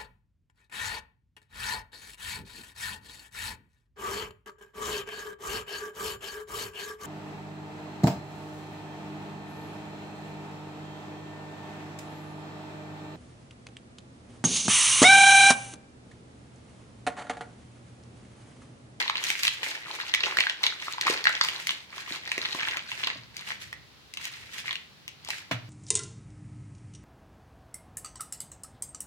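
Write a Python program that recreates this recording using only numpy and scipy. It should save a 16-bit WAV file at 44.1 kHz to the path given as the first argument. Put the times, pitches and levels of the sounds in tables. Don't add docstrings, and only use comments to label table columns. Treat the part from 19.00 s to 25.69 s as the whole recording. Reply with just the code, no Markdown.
import sys
import numpy as np
from scipy import signal
from scipy.fft import rfft, irfft, next_fast_len
from scipy.io import wavfile
from scipy.ndimage import uniform_filter1d

SR = 44100
rng = np.random.default_rng(int(sys.argv[2]) if len(sys.argv) > 2 else 0)


def master(y):
    cut = np.clip(np.atleast_2d(y).T, -1, 1)
    pcm = np.round(cut * 32767)
    wavfile.write(sys.argv[1], SR, pcm.astype(np.int16))


N = 295029

# f/Hz, level/dB
PAPER_SPECTRUM = [(700, -19), (1000, -1.5), (1500, -9), (1950, 5.5), (2600, -3.5), (4000, 0.5), (9000, -43)]


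def amp(db):
    return 10 ** (np.asarray(db) / 20)


def evened(x):
    return x / np.sqrt(np.mean(x ** 2) + 1e-20)


def read(points, hz):
    f, value = np.transpose(points)
    return np.interp(np.log(hz + 1), np.log(f + 1), value)


def colour(x, points, lag_s=0.):
    size = next_fast_len(x.shape[-1] + 512)
    hz = np.fft.rfftfreq(size, 1 / SR)
    gain = amp(read(points, hz))
    delay = np.exp(-2j * np.pi * hz * lag_s)
    return irfft(rfft(x, size) * gain * delay, size)[..., :x.shape[-1]]


def add(mix, s, sound):
    part = mix[:, round(s * SR):][:, :sound.shape[1]]
    part += sound[:, :part.shape[1]]


def facet(hz, noise, cycles, same):
    turns = np.arange(noise.shape[1]) / SR * hz
    kick = noise * turns * np.exp(-turns / (.5 * cycles))
    kick[1] = same * kick[0] + np.sqrt(1 - min(same, 1) ** 2) * kick[1]
    decay = np.exp(-turns / cycles)
    onset = 1 - np.exp(-turns / 1.5)
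    ring = np.sin(2 * np.pi * turns) * decay * onset
    pop = signal.fftconvolve(kick, ring[None], axes=1)[:, :len(turns)]
    return pop / abs(pop).max(1, keepdims=True)


def snaps():
    # t/s, peak level/dB, facet pitch f/Hz, crack level re the pop/dB
    events = [(0.079, -12.5, 3750, -20), (0.097, -13.5, 1100, -20), (0.097, -12, 3600, -12),
              (0.155, -13.5, 2870, -19), (0.239, -11.5, 2300, 8), (0.302, -9, 2250, 0),
              (0.353, -17.5, 2000, -20), (0.433, -8, 4130, 3.5), (0.451, -8, 2440, 0), (0.47, -8, 3800, -6),
              (0.479, -5.5, 3300, -3), (0.631, -15, 2700, -18), (1, -16.5, 1690, -33),
              (1.139, -6, 3200, -10.5), (1.147, -7.5, 2170, -4), (1.206, -13.5, 3860, -27),
              (1.237, -9, 2740, -24), (1.37, -9.5, 1800, -5), (1.386, -6, 2190, -13),
              (1.403, -12.5, 3000, 9), (1.406, -5, 2900, -21), (1.468, -11, 1680, -25),
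              (1.497, -11, 3180, -11), (1.633, -12.5, 1840, 11), (1.638, -4, 3770, -13),
              (1.6656, -5, 3880, -13), (1.723, -25, 1470, -11), (1.881, -19.5, 1220, -20),
              (1.924, -19.5, 3120, 11), (1.981, -20.5, 1010, -23), (2.0117, -9.5, 4300, 1),
              (2.023, -20, 2700, -14), (2.0675, -10, 1030, -3), (2.079, -10.5, 1160, -26),
              (2.099, -12, 2520, 11), (2.1076, -16, 3000, 7), (2.141, -21, 1490, -10),
              (2.241, -12.5, 4540, -3.5), (2.254, -7, 1960, -17), (2.269, -1, 1740, -30),
              (2.278, -16, 1920, -16), (2.292, -17.5, 1770, 7), (2.411, -8.5, 1255, -19),
              (2.412, -4, 4630, -20), (2.438, -14, 5530, 9), (2.448, -13.5, 4900, -5),
              (2.486, -11, 3070, -6), (2.67, -9.5, 2090, 10), (2.692, -10, 3320, -19),
              (2.7062, -14, 2570, -2), (3.276, -20, 2130, -7), (3.317, -10.5, 2230, -4.5),
              (3.379, -14, 1980, -2), (3.451, -15, 2780, -28), (3.548, -21.5, 1100, 4.5),
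              (3.589, -22, 2040, -19), (3.61, -19, 1880, -20), (3.631, -15, 1880, -12),
              (3.71, -20, 2900, -9), (3.77, -15.5, 2360, 0), (3.917, -17.5, 2780, -16),
              (4.032, -21, 1880, -26), (4.037, -13.5, 2920, -17), (4.061, -32, 2400, -8),
              (4.072, -10, 3240, -12.5), (4.367, -19.5, 1890, 27), (4.504, -18.5, 2020, -21),
              (4.728, -22.5, 1970, -5.5), (5.1381, -22.5, 2600, 13), (4.4095, -28, 2960, 25),
              (5.172, -19, 2800, -5), (5.243, -22, 3000, 19), (5.253, -19, 3020, 12),
              (5.68, -16.5, 1980, -11), (5.692, -20, 2160, -13), (5.709, -15, 3500, -18),
              (5.729, -17, 3200, -7), (5.755, -17.5, 2770, -11), (6.0789, -21.5, 2770, 5),
              (6.248, -27.5, 4440, 23), (6.273, -35, 4140, 8), (6.287, -20.5, 880, 7),
              (6.3039, -13, 2340, -1.5), (6.332, -25, 1740, -19), (6.342, -34, 1800, -5)]
    # f/Hz, level/dB
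    crack_spectrum = [(700, -90), (2000, 30.5), (6000, 28.5), (10000, 19), (15800, 11.5), (16500, -5)]
    lead_s = .003
    sheet_db, sheet_decay_s = -5.5, 0.00097
    out, noise = np.zeros((2, N)), rng.standard_normal((len(events), 4, 800))
    t = np.maximum(np.arange(800) / SR - lead_s, 0)
    crack_envelope = (1 - np.exp(-t / .0004)) * np.exp(-t / .0014)
    sheet_envelope = t ** 2 * np.exp(-t / sheet_decay_s)
    for (s, db, hz, crack_db), z in zip(events, noise):
        crack = colour((z[2] + .8 * z[2:]) * crack_envelope, crack_spectrum)
        sheet = colour((z[1] + 0.5 * z[2:]) * sheet_envelope, PAPER_SPECTRUM)
        burst = amp(sheet_db) * sheet / abs(sheet).max() + amp(crack_db) * crack / abs(crack).max()
        add(burst, lead_s, facet(hz, z[:2], cycles=1.3, same=.6))
        add(out, s - lead_s, amp(db) * burst / abs(burst).max())
    return out


def flaps():
    # t/s, peak level/dB, f/Hz
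    folds = [(0.626, -40, 484), (1.248, -30.5, 530), (2.098, -19, 430), (1.387, -19.5, 860),
             (3.11, -36, 330), (3.379, -26.5, 505), (3.547, -30, 420), (4.069, -34.5, 454)]
    out, noise = np.zeros((2, N)), rng.standard_normal((len(folds), 2, 2400))
    for (s, db, hz), z in zip(folds, noise):
        add(out, s, amp(db) * facet(hz, z, cycles=0.74, same=0.57))
    return out


def hand(column, rise_db_per_s, fall_db_per_s):
    # t at full strength/s, hold/s, crackle level/dB, rubbing level/dB
    crunches = [(0.0, 0.0042, -28.5, -33), (0.186, 0.11, -36.5, -44), (0.252, 0.065, -59, -32.5),
                (0.444, 0.023, -47, -33), (0.636, 0.1, -35.5, -37.5), (0.886, 0.062, -34.5, -44.5),
                (0.996, 0.25, -39.5, -51), (1.248, 0.052, -29, -58), (1.256, 0.21, -36.5, -41.5),
                (1.648, 0.013, -32.5, -39), (1.81, 0.13, -41, -45.5), (2.063, 0.073, -28, -36),
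                (2.299, 0.034, -34, -47), (2.385, 0.19, -38, -42), (2.65, 0.09, -43.5, -41.5),
                (2.965, 0.03, -39, -40.5), (3.091, 0.053, -37, -43.5), (3.283, 0.19, -38.5, -43.5),
                (3.546, 0.2, -34.5, -47), (3.889, 0.12, -44, -43.5), (4.028, 0.058, -36.5, -51),
                (4.385, 0.012, -42.5, -51), (4.486, 0.0049, -40.5, -38.5), (4.615, 0.012, -51, -43.5),
                (5.216, 0.056, -44, -44), (5.34, 0.094, -52.5, -48), (5.531, 0.016, -45, -40.5),
                (5.662, 0.035, -42.5, -40.5), (6.319, 0.0033, -40.5, -38.5)]
    rows, t = np.array(crunches)[:, :, None], np.arange(0, N + 64, 64) / SR
    early = np.maximum(rows[:, 0] - t, 0)
    late = np.maximum(t - rows[:, 0] - rows[:, 1], 0)
    power = amp(rows[:, column] - rise_db_per_s * early - fall_db_per_s * late) ** 2
    return np.interp(np.arange(N) / SR, t, np.sqrt(power.sum(0)))


def crunching():
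    return hand(column=2, rise_db_per_s=239, fall_db_per_s=157)


def clumps(per_s, spread_db, clump_s, clump_db):
    swell = evened(uniform_filter1d(rng.standard_normal(N), round(clump_s * SR)))
    size = amp(spread_db * np.minimum(rng.exponential(1, N), 3.2) + clump_db * swell)
    return size * (rng.random(N) < per_s / SR)


def crackle(count=24):
    low_hz, low_gain_db_per_s = 1800, 0.2
    slips = clumps(per_s=850, spread_db=4.8, clump_s=.015, clump_db=3.5)
    which, out = rng.integers(0, count, N), np.zeros((2, N))
    for k, hz in enumerate(np.geomspace(800, 8000, count)):
        pop = facet(hz, rng.standard_normal((2, 400)), cycles=1.1, same=0.65)
        pop *= amp(read(PAPER_SPECTRUM, hz)) * np.sqrt(hz) / np.linalg.norm(pop[0])
        octaves_below = max(np.log2(low_hz / hz), 0)
        growth = amp(low_gain_db_per_s * octaves_below * np.arange(N) / SR)
        kicks = growth * slips * (which == k)
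        out += signal.oaconvolve(kicks[None], pop, axes=1)[:, :N]
    return crunching() * evened(out)


def rubbing():
    # f/Hz, level/dB
    rub_spectrum = [(900, -5.5), (2000, 14), (4000, 8), (7000, 3.5), (10000, -3), (15500, -9), (16200, -22)]
    slips = clumps(per_s=3500, spread_db=2.5, clump_s=.03, clump_db=5.0)
    grit = .3 + evened(uniform_filter1d(slips, 50))
    hiss = evened(colour(grit * rng.standard_normal((2, N)), rub_spectrum))
    return hand(column=3, rise_db_per_s=332, fall_db_per_s=160) * hiss


def flexing():
    # f/Hz, level/dB
    flex_spectrum = [(120, -85), (300, 0.5), (900, -1), (1600, -59)]
    push = clumps(per_s=500, spread_db=3.5, clump_s=.03, clump_db=1.5)
    push = push * (rng.standard_normal(N) + 0.14 * rng.standard_normal((2, N)))
    weakening = amp(-18.5 - 0.6 * np.arange(N) / SR)
    return crunching() * evened(colour(push, flex_spectrum)) * weakening


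def landing():
    # t/s, slap level/dB, boom level/dB
    contacts = [(4.157, -44, -36), (6.511, -16.5, -20)]
    # f/Hz, level/dB, decay time over 60 dB/s
    modes = [(110.8, -11, 0.5), (121.2, -6, 0.32), (189, -11, 0.13), (269, -3.5, 0.044), (612, -6.5, 0.058),
             (1100, 1, 0.017)]
    # f/Hz, level/dB
    slap_spectrum = [(100, -9), (300, -9), (1250, -1.5), (2500, -1), (9000, -23.5), (16000, -30)]
    phase_lag_s, swing_up_cycles = .02, 0.81
    t, out = np.arange(9000) / SR, np.zeros((2, N))
    z = rng.standard_normal((3, len(t)))
    slap_envelope = np.exp(-t / 0.016) * (1 - np.exp(-t / 0.0012))
    slap = colour((z[0] + 1.04 * z[1:]) * slap_envelope, slap_spectrum)
    boom = np.zeros(len(t))
    for k, (hz, mode_db, t60) in enumerate(modes):
        swing = np.sin(2 * np.pi * hz * (t - phase_lag_s) + k * np.pi)
        boom += amp(mode_db - 60 * t / t60) * swing * (1 - np.exp(-t * hz / swing_up_cycles))
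    for s, slap_db, boom_db in contacts:
        add(out, s, amp(slap_db) * slap / abs(slap).max() + amp(boom_db) * boom)
    return out


def alike(hz, left, other):
    # f/Hz, left-right likeness [1]
    coherence = [(130, 0.51), (1500, 0.041), (4000, 0.0092)]
    same = np.clip(read(coherence, hz), -1, 1)[:, None]
    return np.array([left, same * left + np.sqrt(1 - same ** 2) * other])


def room(x):
    # t/s, level/dB
    reflections = [(.0058, -14), (.0105, -13)]
    # f/Hz, decay time over 60 dB/s
    decay_times = [(150, 0.63), (1500, 0.4), (6000, 0.31), (13000, 0.028)]
    # f/Hz, level/dB
    tail_spectrum = [(600, 2), (2500, 6)]
    taps = np.zeros((2, SR // 2))
    at = np.arange(120, SR // 2 - 20, 20)
    at = at + rng.integers(0, 20, (2, len(at)))
    np.put_along_axis(taps, at, rng.choice([-1., 1.], at.shape), 1)
    hz, t, z = signal.stft(taps, SR, nperseg=256)
    decay_db = read(tail_spectrum, hz)[:, None] - 60 * t / read(decay_times, hz)[:, None]
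    tail = signal.istft(alike(hz, *z) * amp(decay_db), SR, nperseg=256)[1]
    tail *= amp(-10) / np.linalg.norm(tail[0])
    for s, db in reflections:
        add(tail, s, amp(db) * np.eye(2))
    return signal.fftconvolve(x, tail, axes=1)[:, :N]


def room_tone():
    # f/Hz, level/dB
    tone_spectrum = [(25, -55), (49, -19), (125, -12), (220, -20), (630, -26.5), (4360, -25.5), (8370, -42),
                     (15200, -45.5)]
    # t/s, level/dB
    rumble = [(1.5, -3), (4.1, 2), (5.7, -1), (6.2, -1)]
    frames, hz = N // 512 + 5, np.fft.rfftfreq(2048, 1 / SR)
    a, b, c, d, lumps = rng.standard_normal((frames, 1025, 5)).T
    lumps = evened(uniform_filter1d(uniform_filter1d(lumps, 4, 0), 14, 1))
    level_db = np.interp((np.arange(frames) - 2) * 512 / SR, *np.transpose(rumble))
    lumps_db = (2.5 * lumps + level_db) * (hz < 250)[:, None]
    z = alike(hz, a + 1j * b, c + 1j * d) * amp(read(tone_spectrum, hz)[:, None] + lumps_db)
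    return amp(-54.5) * evened(signal.istft(z, nperseg=2048, noverlap=1536)[1][:, :N])


def scene():
    near = snaps() + flaps() + crackle() + rubbing() + flexing() + landing()
    right_spectrum = [(300, 0.5), (700, -2.0), (3000, 1.37), (9000, -3.0)]  # f/Hz, level/dB
    right = colour(near[1], right_spectrum, lag_s=0.00014)
    near = np.array([near[0], right])
    return near + room(near) + room_tone()


def record(dry):
    thin = signal.sosfilt(signal.butter(2, 60, "high", fs=SR, output="sos"), dry)
    low_pass = signal.firwin(511, 16700, window=("kaiser", 9), fs=SR)
    return signal.oaconvolve(thin, low_pass[None], "same")


dry = scene()
out = record(dry)
master(out)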